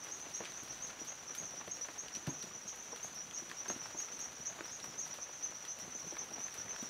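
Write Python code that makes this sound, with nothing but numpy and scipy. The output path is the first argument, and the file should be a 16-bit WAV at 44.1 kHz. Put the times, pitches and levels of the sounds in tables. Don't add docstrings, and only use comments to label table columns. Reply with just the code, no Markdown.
import sys
import numpy as np
from scipy import signal
from scipy.fft import rfft, irfft
from scipy.io import wavfile
from scipy.ndimage import uniform_filter1d

SR = 44100
rng = np.random.default_rng(int(sys.argv[2]) if len(sys.argv) > 2 else 0)


def dump(signal):
    limited = np.clip(np.atleast_2d(signal).T, -1, 1)
    pcm = np.round(limited * 32767).astype(np.int16)
    wavfile.write(sys.argv[1], SR, pcm)


def decibels_to_gain(level_db):
    exponent = np.asarray(level_db, float) / 20
    return 10 ** exponent


N = 303849

# (time [s], level [dB])
HIGH_CALLS = [(.112, -44.5), (.341, -45), (.567, -46.5), (.818, -47.5), (1.07, -46), (1.373, -44),
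              (1.704, -43.5), (1.978, -45.5), (2.283, -44.5), (2.664, -47.5), (3.025, -46.5), (3.334, -45),
              (3.68, -43), (3.969, -44), (4.198, -44), (4.454, -43.5), (4.711, -43), (4.979, -42.5)]
UPPER_CALLS = [(.2, -50.5), (.694, -49), (.858, -52.5), (1.253, -54), (1.433, -49), (2.373, -50),
               (2.776, -47.5), (4.111, -50.5), (4.981, -49), (5.21, -44), (5.322, -49), (5.424, -42.5),
               (5.679, -42), (5.94, -43.5), (6.062, -50), (6.178, -44), (6.423, -44), (6.687, -45.5)]
MIDDLE_CALLS = [(.02, -48.5), (.527, -51), (1.078, -51), (1.566, -46.5), (1.808, -46.5), (1.978, -51),
                (2.147, -45.5), (2.337, -53), (2.532, -50), (3.584, -46.5), (3.793, -49.5), (4.011, -47),
                (4.408, -51), (4.454, -45), (5.456, -48), (5.543, -49), (5.907, -51), (6.389, -48.5),
                (6.569, -48.5), (6.789, -47.5)]
LOWER_CALLS = [(.331, -48), (.696, -50), (.986, -49.7), (1.279, -49.5), (1.738, -53), (2.119, -50.5),
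               (2.401, -49), (2.674, -48.5), (2.913, -50), (3.151, -49), (3.187, -48.5), (3.36, -45.5),
               (3.562, -51), (3.981, -51), (4.188, -50.5), (4.234, -50), (4.637, -48), (4.825, -46),
               (5.019, -50), (5.104, -50), (5.208, -51), (5.695, -49), (5.795, -49), (5.992, -49),
               (6.088, -48), (6.198, -50.4), (6.324, -49), (6.593, -46.5), (6.842, -47.5)]
HIGH_HZ, UPPER_HZ, MIDDLE_HZ, LOWER_HZ = 6603, 6297, 6110, 5960
# (time [s], level [dB], top pitch [Hz])
DEEP_CALLS = [
    (3.829, -53, 5720),
    (4.675, -57, 5450),
    (4.9, -60, 5480),
    (6.745, -51, 5870),
]
CHORUS_DB = -53

# (time [s], peak level [dB], relative body level [dB])
LEAF_SPLASHES = [(.0393, -47, -13), (0.632, -45, -8), (1.0465, -47, 1), (1.3498, -39.5, -1),
                 (1.673, -54, 6), (2.1495, -59, 0), (2.269, -46.5, 7), (2.424, -49, -1), (2.758, -49, -13),
                 (2.96, -48, 5.5), (3.0405, -49, -9), (3.1462, -48, -10), (3.497, -55, 13),
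                 (3.683, -48, -2), (3.7, -47, 6.5), (4.0013, -48.5, 3.5), (4.1912, -45, -1),
                 (4.6545, -47, -4), (4.8409, -45, -10), (5.0596, -53, 4), (5.0746, -48, 1),
                 (5.14, -48, 4.5), (5.6501, -51, 9), (5.787, -46, -5), (6.1669, -51, -5), (6.2417, -52, 0),
                 (6.3899, -51, -8), (6.541, -43, -0.5), (6.0681, -52, -1), (6.8259, -47, -6)]
# (time [s], peak level [dB], ring frequency [Hz])
LEAF_SNAPS = [(.405, -39, 1800), (0.4487, -36, 3280), (0.4542, -33, 2560), (.5208, -39, 4030),
              (1.3493, -40, 3550), (1.6793, -39, 1590), (1.8854, -34, 1730), (2.0832, -33, 2920),
              (2.151, -38, 4440), (2.2667, -36, 1680), (2.426, -37, 4230), (2.6944, -40, 3100),
              (3.311, -37.5, 3200), (3.5144, -29, 1810), (3.6584, -36, 1660), (3.682, -40, 4360),
              (3.6994, -31.5, 1590), (4.0027, -38, 1540), (4.192, -41, 1530), (4.608, -30, 1480),
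              (4.732, -42, 1690), (4.8012, -37, 4000), (5.063, -36, 1500), (5.185, -42.5, 2420),
              (5.6501, -42, 1650), (6.154, -40, 1670), (6.4832, -37, 1750), (6.6821, -39.5, 1900),
              (6.7624, -31, 1550), (6.826, -41, 1660)]
# (time [s], peak level [dB], centre frequency [Hz], decay time T60 [s])
FROND_CRACKLE = [
    (.452, -45, 1860, 0.13),
    (2.15, -44, 2860, 0.094),
    (2.426, -50, 2900, 0.13),
]
# (time [s], peak level [dB], ring frequency [Hz])
LEAF_DRUMS = [(.405, -41, 520), (0.436, -39, 1300), (.676, -46, 1200), (.725, -41, 522), (.9, -41.5, 1390),
              (1.296, -43.5, 1230), (1.433, -40.5, 655), (1.609, -37.5, 1000), (1.676, -37, 583),
              (1.847, -41, 1260), (1.886, -38, 680), (2.274, -33.5, 543), (2.427, -43, 990),
              (3.045, -40, 670), (3.513, -37, 730), (3.659, -38.5, 690), (3.678, -46, 970),
              (3.701, -39, 640), (3.856, -37, 1040), (3.949, -48, 504), (4.083, -41.5, 1320),
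              (4.586, -39, 643), (4.653, -40, 1360), (4.841, -39.5, 1070), (5.065, -45, 970),
              (5.185, -37.5, 675), (5.29, -41, 507), (5.521, -39.5, 650), (6.167, -35, 1110),
              (6.378, -38.5, 680)]
# (time [s], peak level [dB], ring frequency [Hz])
FROND_THUDS = [(.097, -52.5, 401), (.403, -39.5, 340), (.625, -47, 180), (0.699, -51, 137),
               (1.013, -47, 322), (1.296, -49.5, 239), (1.675, -46.5, 217), (1.889, -49, 308),
               (2.168, -48.5, 190), (2.436, -49, 224), (2.651, -51.5, 214), (2.928, -43.5, 465),
               (3.044, -51, 140), (3.421, -49.5, 348), (3.681, -47, 365), (3.699, -37, 364),
               (3.759, -48.5, 257), (3.946, -43.5, 340), (4.098, -50, 406), (4.395, -47.5, 152),
               (4.606, -45, 348), (4.838, -49, 436), (5.875, -50, 249), (5.948, -47.5, 266),
               (6.065, -47.5, 160), (6.122, -44.5, 345), (6.215, -46.5, 426), (6.314, -48, 336),
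               (6.379, -47, 233), (6.824, -44, 253)]
# (time [s], peak level [dB], ring frequency [Hz], decay time T60 [s])
HEAVY_THUMP = [
    (2.272, -34.5, 271, 0.068),
    (2.275, -24.5, 151, 0.082),
    (2.288, -30.5, 277, 0.067),
    (2.294, -40.5, 990, 0.048),
]
SNAP_T60, DRUM_T60, THUD_T60 = 0.0073, 0.045, 0.065

# (frequency [Hz], level [dB per Hz])
PATTER_SPECTRUM = [(30, -35), (100, -2), (150, 2.5), (400, -3), (1500, -6.5), (4000, -12.5), (8000, -21),
                   (15500, -32)]
# (frequency [Hz], level [dB per Hz])
WASH_SPECTRUM = [(25, -24), (50, 3), (100, -3.5), (200, -1.5), (500, -1), (1500, -0.5), (3000, -5.5),
                 (5000, -11), (6800, -23), (7600, -17), (9200, -15.5), (11000, -21), (15500, -22)]
# (time [s], level [dB])
RAIN_LEVEL = [(0, -54.5), (.63, -54.5), (1.4, -55.5), (3.2, -56), (4, -54.5), (5.6, -56), (6.3, -54.5),
              (6.89, -54)]


def peep(top_hz, wet_db, t60, rise=0.083, bend=0.01403, length=0.042, rough=0.48):
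    t = np.arange(round(length * SR)) / SR
    hz = top_hz * (1 - rise * np.exp(-t / bend))
    flutter = uniform_filter1d(rng.standard_normal(len(t)), size=70)
    flutter = 1 + rough * evened(uniform_filter1d(flutter, size=70))
    swell = np.sin(np.pi * (t / length) ** .62)
    whistle = flutter * np.sin(2 * np.pi * np.cumsum(hz) / SR) * swell
    heard = decibels_to_gain(wet_db) * signal.fftconvolve(whistle, echoes(t60))
    add(heard, 0, whistle)
    return heard


def echoes(t60, length=.4):
    t = np.arange(round(length * SR)) / SR
    struck = rng.random(len(t)) < .05
    taps = rng.standard_normal(len(t)) * struck * decibels_to_gain(-60 * t / t60)
    return taps / np.linalg.norm(taps)


def near_frogs():
    near = np.zeros(N)
    singers = [(HIGH_CALLS, HIGH_HZ), (UPPER_CALLS, UPPER_HZ), (MIDDLE_CALLS, MIDDLE_HZ), (LOWER_CALLS, LOWER_HZ)]
    peeps = [(s, db, hz) for calls, hz in singers for s, db in calls]
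    for s, db, hz in peeps + DEEP_CALLS:
        add(near, s, decibels_to_gain(db + 2.5) * peep(hz, wet_db=1.0, t60=0.21))
    return near


def far_chorus():
    far = np.zeros(N + SR)
    for k, (late, size, pitch) in enumerate(rng.random((420, 3))):
        level = decibels_to_gain(6 * size - 5 * pitch)
        add(far, (k + late) / 55, level * peep(5900 + 520 * pitch, wet_db=7, t60=.45))
    settled = far[SR // 2:][:N]
    return decibels_to_gain(CHORUS_DB) * evened(settled)


def crickets():
    rasp = band(band(rng.standard_normal(N), 6640, 6940), 6640, 6940)
    throb = uniform_filter1d(rng.standard_normal(N), 900)
    throb = evened(uniform_filter1d(throb, 900))
    return decibels_to_gain(-65.2) * evened(rasp * decibels_to_gain(2.2 * throb))


def ring(db, hz, t60, rough, turns=1.0):
    t = np.arange(round(.2 * SR)) / SR
    scuff = evened(band(rng.standard_normal(len(t)), hz * .5, hz * 2.2))
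    fall = decibels_to_gain(-60 * t / max(t60, .004)) * np.minimum(t * hz / turns, 1)
    tone = np.sin(2 * np.pi * hz * t)
    return decibels_to_gain(db) * fall * ((1 - rough) * tone + rough * scuff)


def splash(db, body_db):
    t = np.arange(round(.2 * SR)) / SR
    spray, body = rng.standard_normal((2, len(t)))
    fall = decibels_to_gain(-60 * t / 0.0095) + 0.2 * decibels_to_gain(-60 * t / 0.24)
    fall = fall * np.minimum(t / 0.0015, 1)
    bright = evened(band(spray, 3100, 13700))
    dull = decibels_to_gain(body_db + 2.5) * evened(band(body, 1180, 4800))
    return decibels_to_gain(db - 1.0) * fall * (bright + dull)


def drops():
    out = np.zeros(N)
    for s, db, body_db in LEAF_SPLASHES:
        add(out, s, splash(db, body_db))
    for s, db, hz in LEAF_SNAPS:
        add(out, s, ring(db + 2.5, hz, SNAP_T60, rough=.35, turns=.4))
    for s, db, hz, t60 in FROND_CRACKLE:
        add(out, s, ring(db, hz, t60, rough=.95, turns=6))
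    for s, db, hz in LEAF_DRUMS:
        add(out, s, ring(db - 1.5, hz, DRUM_T60, rough=.65, turns=1.5))
    for s, db, hz in FROND_THUDS:
        add(out, s, ring(db + 6.5, hz, THUD_T60, rough=0.55))
    for s, db, hz, t60 in HEAVY_THUMP:
        add(out, s, ring(db, hz, t60, rough=0.13, turns=1.1))
    return out + decibels_to_gain(-11) * signal.fftconvolve(out, echoes(.3))[:N]


def patter(per_s, spread_db, lo_hz, hi_hz, t60):
    landed = rng.random(N) < per_s / SR
    size = decibels_to_gain(spread_db * np.minimum(rng.exponential(1, N), 4)) * landed
    shape = signal.lfilter([1], [1, -decibels_to_gain(-60 / (t60 * SR))], size)
    return evened(band(shape * rng.standard_normal(N), lo_hz, hi_hz))


def rain():
    wash = evened(coloured(rng.standard_normal(N), WASH_SPECTRUM))
    low = decibels_to_gain(-17.5) * patter(90, 4.0, 59, 800, 0.14)
    middle = decibels_to_gain(-7.0) * patter(240, 3.5, 423, 4400, 0.05)
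    bright = patter(200, 1.1, 3600, 17200, 0.097)
    near = evened(coloured(low + middle + bright, PATTER_SPECTRUM))
    return along(RAIN_LEVEL) * (decibels_to_gain(-2.0) * wash + decibels_to_gain(-1.5) * near)


def evened(x):
    return x / np.sqrt(np.mean(x ** 2) + 1e-20)


def along(rows):
    return decibels_to_gain(np.interp(np.arange(N) / SR, *np.transpose(rows)))


def coloured(x, points):
    f, db = np.transpose(points)
    hz = np.fft.rfftfreq(len(x), 1 / SR)
    gain = decibels_to_gain(np.interp(np.log(hz + 1), np.log(f), db))
    return irfft(rfft(x) * gain, len(x))


def band(x, lo_hz, hi_hz):
    sos = signal.butter(2, [lo_hz, min(hi_hz, SR / 2.1)], "bandpass", fs=SR, output="sos")
    return signal.sosfilt(sos, x)


def add(mix, s, sound):
    part = mix[max(round(s * SR), 0):][:len(sound)]
    part += sound[:len(part)]


def scene():
    return (near_frogs() + far_chorus() + crickets() + drops() + rain())[None]


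def low_pass(x):
    return signal.sosfilt(signal.butter(12, 15710, fs=SR, output="sos"), x)


def record(dry):
    bass_cut = signal.butter(2, 58, "highpass", fs=SR, output="sos")
    band_limit = signal.firwin(1023, 15760, window=("kaiser", 9), fs=SR)
    mix = signal.sosfilt(bass_cut, dry[0])
    mix = signal.oaconvolve(mix, band_limit, "same")
    return low_pass(mix)


dry = scene()
out = record(dry)
dump(out)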